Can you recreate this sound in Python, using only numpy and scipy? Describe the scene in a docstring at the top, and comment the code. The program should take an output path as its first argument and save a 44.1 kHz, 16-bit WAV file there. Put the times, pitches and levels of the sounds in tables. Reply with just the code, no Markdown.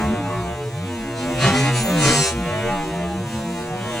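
"""A heavy, wandering drone under a cloud of gliding partials: a hay baler at work, in slow motion.
The stereo microphone sits just above the knotters, its two ports hearing each tone at a different phase.
Tractor and baler drone, the running gear whines, and hay and chaff rush softly behind them.
The knotter cycles once, from about 1.2 to 2.3 s: each clack is drawn out into a swell,
two heavy blows ring the frame, and the steel parts sing on."""
import sys
import numpy as np
from scipy import signal
from scipy.fft import rfft, irfft
from scipy.io import wavfile

SR = 44100
rng = np.random.default_rng(int(sys.argv[2]) if len(sys.argv) > 2 else 0)


def to_wav(s):
    """Save 16-bit WAV."""
    ch = np.atleast_2d(s).T  # columns
    pcm = np.round(np.clip(ch, -1, 1) * 32767)  # PCM
    wavfile.write(sys.argv[1], SR, pcm.astype(np.int16))


N = 176400
STEP = 128  # samples between control points
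T = np.arange(N // STEP + 2) * STEP / SR

# rush of hay and chaff, relative to the machine's level (frequency [Hz], level [dB])
CHAFF_SPECTRUM = [(25, -17), (60, -19), (150, -12), (300, -15), (800, -14), (2000, -11), (5000, -7),
                  (10500, -5), (11600, -12), (12300, -36), (13600, -26), (15000, 4.5), (15800, -3)]
# held tones of tractor and baler (middle [s], length [s], pitch [Hz], slide [Hz], relative level [dB])
DRONE_TONES = [(0.057, 0.081, 140.4, -41, -37), (0.068, 0.065, 71, 24, -31.5),
               (0.075, 0.13, 219.8, -3, -29), (0.076, 0.23, 615, -40, -38), (0.104, 0.15, 353, 25, -36.5),
               (0.255, 0.13, 284, -24, -35), (0.27, 0.31, 107, -3.5, -36),
               (0.343, 0.34, 177.2, -6.5, -37.5), (0.404, 0.18, 367.6, -10, -38.5),
               (0.475, 0.21, 69, 17, -40), (0.627, 0.13, 435.5, -0.5, -38), (0.748, 0.417, 107, -46.5, -36),
               (0.761, 0.19, 148.7, 63, -32.5), (0.96, 0.252, 242.6, -58.5, -38),
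               (1.124, 0.46, 348, 5, -39.5), (1.152, 0.21, 117.6, -18.5, -37.5),
               (1.267, 0.45, 257.7, -30.5, -36.5), (1.4, 0.2, 344, 24, -34.5), (1.389, 0.31, 128, -70, -34),
               (1.451, 0.058, 133, 9.5, -21), (1.464, 0.42, 603.4, 3, -35), (1.47, 0.08, 677, 0.5, -30.5),
               (1.466, 0.3, 758, -40, -41), (1.491, 0.058, 190.6, -2, -21.5), (1.51, 0.11, 800, 2, -33.5),
               (1.53, 0.19, 404, 18.5, -33.5), (1.589, 0.47, 504, -60.5, -38.5),
               (1.611, 0.17, 271, 44.5, -28.5), (1.696, 0.28, 128, -10, -24.5),
               (1.714, 0.097, 236.7, 17, -36), (1.86, 0.12, 224.5, 19.5, -29.5),
               (1.96, 0.2, 510, -58.5, -35.5), (1.999, 0.22, 156, -47.5, -24.5),
               (2.01, 0.29, 582.5, -26, -35), (2.015, 0.19, 299, 31, -28.5), (2.042, 0.46, 787, 44, -39),
               (2.094, 0.103, 444, 43, -31), (2.098, 0.25, 236, 15, -32), (2.152, 0.15, 151, 3.5, -29.5),
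               (2.184, 0.3, 699, -21.5, -36.5), (2.194, 0.23, 390, 3, -35.5), (2.352, 0.075, 135, 10, -35),
               (2.356, 0.17, 66.3, -24.5, -34), (2.371, 0.1, 238, -4.5, -34),
               (2.483, 0.19, 163.8, -47.5, -33.5), (2.571, 0.1, 649, 14, -31), (2.612, 0.23, 113, 35, -34),
               (2.62, 0.3, 590, -7.5, -35), (2.74, 0.27, 189.8, -45, -34), (2.77, 0.17, 834, -12, -34.5),
               (2.82, 0.21, 298.5, 43.5, -38), (3.007, 0.32, 359, -40.5, -38.5),
               (3.073, 0.31, 181, 5.5, -31.5), (3.218, 0.456, 106.9, 64.5, -37),
               (3.249, 0.28, 345.6, -30, -38.5), (3.328, 0.15, 112.6, -59.5, -34),
               (3.45, 0.38, 226, 12, -35), (3.556, 0.28, 347, 14, -39), (3.596, 0.3, 169.2, 1, -36),
               (3.867, 0.31, 113, -0.5, -38), (3.884, 0.26, 217.7, 42.5, -35.5),
               (3.913, 0.14, 348, -29.5, -36.5), (3.97, 0.23, 597, -60, -36)]
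# whines of the running gear (pitch [Hz], level over the machine's [dB], wander scale [Hz])
GEAR_WHINES = [(70.3, -12, 19), (345, -6, 11), (468, -2.5, 17), (593, -5, 12.2), (701, -2, 12),
               (842.7, 0.5, 11)]
# bands of the running din: mids, upper mids, treble (frequency [Hz])
DIN_BANDS = [860, 2170, 4750]
# din leading into the knotter's cycle (time [s], mids [dB], upper mids [dB], treble [dB])
DIN_LEAD_IN = [(0, -26, -35, -42.5), (.218, -31.5, -41.5, -48), (.34, -31, -40.5, -46),
               (.576, -32.5, -46, -48), (.72, -39, -47.5, -47.5), (.95, -36.5, -42, -45.5),
               (1.15, -33.5, -43.5, -47), (1.33, -32, -36.5, -40)]
# din after the cycle (time [s], mids [dB], upper mids [dB], treble [dB])
DIN_TAIL = [(2.43, -33, -40, -43.5), (2.53, -30, -35, -43.5), (2.7, -28.5, -34.5, -43.5),
            (2.86, -33.5, -41.5, -44), (3.02, -30.5, -41.5, -47), (3.24, -35, -48, -46.5),
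            (3.33, -35.5, -42, -42), (3.48, -36, -45.5, -44), (3.62, -32, -42, -43.5),
            (3.73, -34, -44.5, -47.5), (4, -30.5, -38, -39.5)]
# share of one partial in the level of its din band (frequency [Hz], level [dB])
DIN_SPECTRUM = [(280, 4.5), (450, -3.5), (650, -2), (850, -8.5), (1100, -7), (1400, -10), (2000, -7.5),
                (3000, -7.5), (3800, -11), (4900, -18.5), (6500, -14), (8000, -15.5), (10000, -20.5),
                (11200, -15), (15500, -17.5)]
# bands of the knotter's clacks (frequency [Hz])
CLACK_BANDS = [800, 2200, 4500, 8000]
# clacks of the knotter (peak time [s], rise [s], fall [s], level in each of the four bands [dB])
KNOTTER_CLACKS = [(1.211, .039, 0.047, -40, -60, -49.5, -61), (1.455, 0.044, 0.051, -35, -35, -38.5, -50.5),
                  (1.58, 0.051, 0.055, -36.5, -41.5, -42, -50), (1.66, 0.024, 0.05, -32.5, -40, -45, -53.5),
                  (1.78, 0.038, 0.04, -37, -43, -44, -47), (1.95, 0.1, 0.061, -37, -44, -49.5, -57),
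                  (2.075, 0.066, 0.05, -32, -37, -37, -41), (2.16, 0.033, 0.062, -34, -40.5, -38.5, -40.5),
                  (2.249, 0.029, 0.052, -36, -41, -41, -42.5)]
# colour shared by all clacks (frequency [Hz], level [dB])
CLACK_SPECTRUM = [(300, -2), (1100, 0.5), (1400, -2.5), (2000, 2), (3050, 2.5), (3500, -1), (4300, 1),
                  (4850, -6.5), (5600, 0), (7600, 2.5), (8700, 2), (9500, -2), (11200, -5), (15500, -11)]
# two heavy blows on the frame (peak time [s], rise [s], fall [s], level [dB])
FRAME_BLOWS = [(1.461, 0.046, 0.096, -38), (2.085, 0.048, 0.069, -31)]
# modes of the knotter's steel frame (pitch [Hz], level relative to the blow [dB])
STEEL_MODES = [(1150, 5.5), (1365, 1.5), (1540, -4.5), (1670, -6.5), (1922, -5), (2050, 0), (2210, -17),
               (2710, -24), (3040, -0.5)]
# ringing steel parts (peak time [s], rise [s], fall [s], pitch [Hz], relative level [dB], jitter [Hz])
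STEEL_RINGS = [(.35, .05, .05, 1120, -35, 6), (1.56, .035, .05, 1980, -33, 8),
               (1.80, .04, .09, 6799, -37, 25), (1.79, .04, .06, 9819, -38, 20),
               (1.865, .025, .055, 13900, -37, 170), (1.86, .035, .09, 15570, -38, 150),
               (2.07, .04, .06, 6525, -35, 14), (1.63, .08, .08, 2490, -39, 6),
               (2.14, .05, .04, 4530, -34, 30), (2.22, .11, .055, 5233, -34, 20),
               (2.23, .05, .04, 5755, -32, 35), (2.23, .05, .04, 4160, -36, 20),
               (2.21, .09, .04, 7601, -34, 10), (2.2, .08, .045, 7784, -34, 12),
               (2.17, .08, .05, 8037, -35, 12), (2.09, .04, .04, 5250, -35, 20),
               (3.9, .1, .14, 3045, -45, 45)]
# lead of the left microphone port over the right, before the bass taper (frequency [Hz], phase [rad])
MIC_PHASE = [(300, 0.065), (600, 0.53), (1000, 0.49), (1900, 0.36), (2750, 1.09), (3600, 5.3), (4300, 7.1),
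             (5200, 4.8), (7000, 7.56), (8300, 4.54), (9500, 5.37), (11200, 3.41), (15500, 2.2)]
# random scatter of that lead (frequency [Hz], phase [rad])
MIC_SCATTER = [(300, 0.1), (600, 0.56), (1700, 0.071), (2500, 1), (4000, 1), (7000, 0.85), (12000, 0.087)]

FLICKER_PER_S, SPACING_HZ = 8.37, 116  # pace of level flicker; gap between the clatter's partials
TONE_WANDER_HZ, TONE_FLUTTER_DB = 5.18, 2.5  # unsteadiness of drone and frame


def amp(db):
    """Decibels to gain."""
    return 10 ** (np.asarray(db) / 20)


def read(points, hz):
    """Reads (Hz, value) points on a log-frequency axis."""
    f, value = np.transpose(points)
    return np.interp(np.log(hz + 1), np.log(f + 1), value)


def drift(per_s):
    """Smooth random motion of unit size."""
    size = 4096
    f = np.fft.rfftfreq(size, STEP / SR)
    x = irfft(rfft(rng.standard_normal(size)) * np.exp(-.5 * (f / per_s) ** 2))
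    return (x / x.std())[:len(T)]


def glide():
    """A slow pitch glide with sudden slips and a quicker warble on it."""
    slow = drift(per_s=1.7)
    slips = .55 * np.tanh(4 * drift(per_s=3.4))
    warble = .35 * drift(per_s=6)
    return slow + slips + warble


def swell(at, rise, fall, fall_shape=2.6):
    """A blow drawn out in time: a rounded rise and fall."""
    width = np.where(T < at, rise, fall)
    shape = np.where(T < at, 2.6, fall_shape)
    return np.exp(-.5 * (abs(T - at) / width) ** shape)


def smooth_up(curve):
    """Joins control points by straight lines at the sample rate."""
    return np.interp(np.arange(N) / SR, T, curve)


def port_lead(hz, chance):
    """Half the phase by which the left port leads the right; deep bass reaches both alike."""
    alike_hz = 258
    phase = read(MIC_PHASE, hz) + read(MIC_SCATTER, hz) * chance
    return phase / (1 + (alike_hz / (hz + 1)) ** 2) / 2


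def partial(hz, gain):
    """One gliding tone as it reaches the two microphone ports."""
    angle = 2 * np.pi * (np.cumsum(smooth_up(hz)) / SR + rng.random())
    lead = smooth_up(port_lead(hz.mean(), drift(FLICKER_PER_S)))
    return smooth_up(np.sqrt(2) * gain) * np.array([np.sin(angle + lead), np.sin(angle - lead)])


def machine_level(hz):
    """Gain over time at each pitch: the running din and the knotter's clacks add in power."""
    times, *bands = np.transpose(list(DIN_LEAD_IN) + list(DIN_TAIL))
    shares = np.array([read(list(zip(DIN_BANDS, one)), hz) for one in np.eye(len(bands))])
    band_db = np.array([np.interp(T, times, band) for band in bands])
    din = amp(shares.T @ band_db + read(DIN_SPECTRUM, hz)[:, None])
    colours = np.array([amp(read(list(zip(CLACK_BANDS, dbs)), hz) + read(CLACK_SPECTRUM, hz))
                        for _, _, _, *dbs in KNOTTER_CLACKS])
    swells = np.array([swell(at, rise, fall) for at, rise, fall, *_ in KNOTTER_CLACKS])
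    return np.sqrt(din ** 2 + colours.T ** 2 @ swells ** 2)


def hay_clumps(hz, top_hz=2000, width_hz=260, depth_db=3.5):
    """Level swings in dB as clumps of hay pass, independent from band to band."""
    centres = np.arange(0, top_hz, width_hz)
    shares = np.maximum(1 - abs(hz[:, None] - centres) / width_hz, 0)
    return depth_db * shares @ np.array([np.minimum(drift(FLICKER_PER_S), 2) for _ in centres])


def chaff_rush(crunch_db=10, crunch_top_hz=2000):
    """Soft noise of hay and chaff follows the machine's level; crushed hay crunches under the blows."""
    size = 1024
    hz = np.fft.rfftfreq(size, 1 / SR)
    bin_share = np.sqrt(2 * SR / size / SPACING_HZ)
    gain = machine_level(hz) * amp(read(CHAFF_SPECTRUM, hz))[:, None] * bin_share
    blows = sum(swell(at, rise, fall) for at, rise, fall, _ in FRAME_BLOWS)
    crunch = crunch_db * blows / (1 + (hz[:, None] / crunch_top_hz) ** 2)
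    gain = gain * amp(hay_clumps(hz) + crunch)
    real, imag, chance = rng.standard_normal((3, len(T), len(hz))).transpose(0, 2, 1)
    noise = gain * (real + 1j * imag)
    turn = np.exp(1j * port_lead(hz[:, None], chance))
    ports = np.array([noise * turn, noise / turn])
    return signal.istft(ports, nperseg=size, noverlap=size - STEP)[1][:, :N]


def held_tones():
    """Pitch, envelope and level of each drone tone: it swells, slides while it holds, and fades."""
    for at, length, hz, slide, db in DRONE_TONES:
        progress = 2 * (T - at) / length
        pitch = hz + slide / 2 * np.sin(np.clip(progress, -1, 1) * np.pi / 2)
        hold = np.exp(-.5 * abs(progress) ** 8.6)
        yield pitch, hold, db


def drone(boost_db=3.5, waver_per_s=7):
    """Heavy tones of tractor and baler hand over to one another."""
    out = 0
    for hz, hold, db in held_tones():
        pitch = hz + TONE_WANDER_HZ * drift(waver_per_s)
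        flutter = TONE_FLUTTER_DB * drift(waver_per_s)
        out += partial(pitch, hold * amp(db + boost_db + flutter))
    return out


def give_way(pitch, crowding_hz=75):
    """Gain of a whine, which fades while a drone tone sounds close to its pitch."""
    dips = [1 - hold * np.exp(-((pitch - hz) / crowding_hz) ** 4) for hz, hold, _ in held_tones()]
    return np.prod(dips, axis=0)


def gear_whines(flicker_db=3):
    """The running gear holds a few wavering pitches between the heavy tones."""
    gains = machine_level(np.transpose(GEAR_WHINES)[0])
    out = 0
    for (hz, db, wander), gain in zip(GEAR_WHINES, gains):
        pitch = hz + wander * glide()
        flicker = flicker_db * drift(FLICKER_PER_S)
        out += partial(pitch, gain * give_way(pitch) * amp(db + flicker))
    return out


def clatter(low_hz=965, high_hz=11300, glide_hz=18, trim_db=-2.5, flicker_db=3.5):
    """Drawn-out rattle: a cloud of close, flickering partials that swells with each clack."""
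    alike = .4  # correlation between the glides of neighbours
    pitches = np.arange(low_hz, high_hz, SPACING_HZ)
    out, bend = 0, glide()
    for hz, gain in zip(pitches, machine_level(pitches)):
        bend = alike * bend + np.sqrt(1 - alike ** 2) * glide()
        flicker = flicker_db * np.minimum(drift(FLICKER_PER_S), 2)
        out += partial(hz + glide_hz * bend, gain * amp(trim_db + flicker))
    return out


def frame_clanks():
    """Each heavy blow sets the modes of the steel frame ringing."""
    out = 0
    for at, rise, fall, db in FRAME_BLOWS:
        for hz, mode_db in STEEL_MODES:
            pitch = hz + TONE_WANDER_HZ * glide()
            flutter = TONE_FLUTTER_DB * drift(FLICKER_PER_S)
            out += partial(pitch, swell(at, rise, fall) * amp(db + mode_db + flutter))
    return out


def knotter_rings(boost_db=2.5, flutter_db=2, flutter_per_s=45):
    """Just below the microphone, the knotter's steel parts squeak and sing as they are struck."""
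    out = 0
    for at, rise, fall, hz, db, jitter in STEEL_RINGS:
        pitch = hz + jitter * drift(flutter_per_s)
        flutter = flutter_db * drift(flutter_per_s)
        out += partial(pitch, swell(at, rise, fall, fall_shape=1.7) * amp(db + boost_db + flutter))
    return out


def scene():
    """Chaff, running machine and the knotter's cycle, heard from just above the knotters."""
    return chaff_rush() + drone() + gear_whines() + clatter() + frame_clanks() + knotter_rings()


def record(dry):
    """The recorder's band limit cuts the highest treble."""
    edge_hz = 15900
    lowpass = signal.firwin(511, edge_hz, window=("kaiser", 9), fs=SR)
    return signal.oaconvolve(dry, lowpass[None], "same")


dry = scene()
out = record(dry)
to_wav(out)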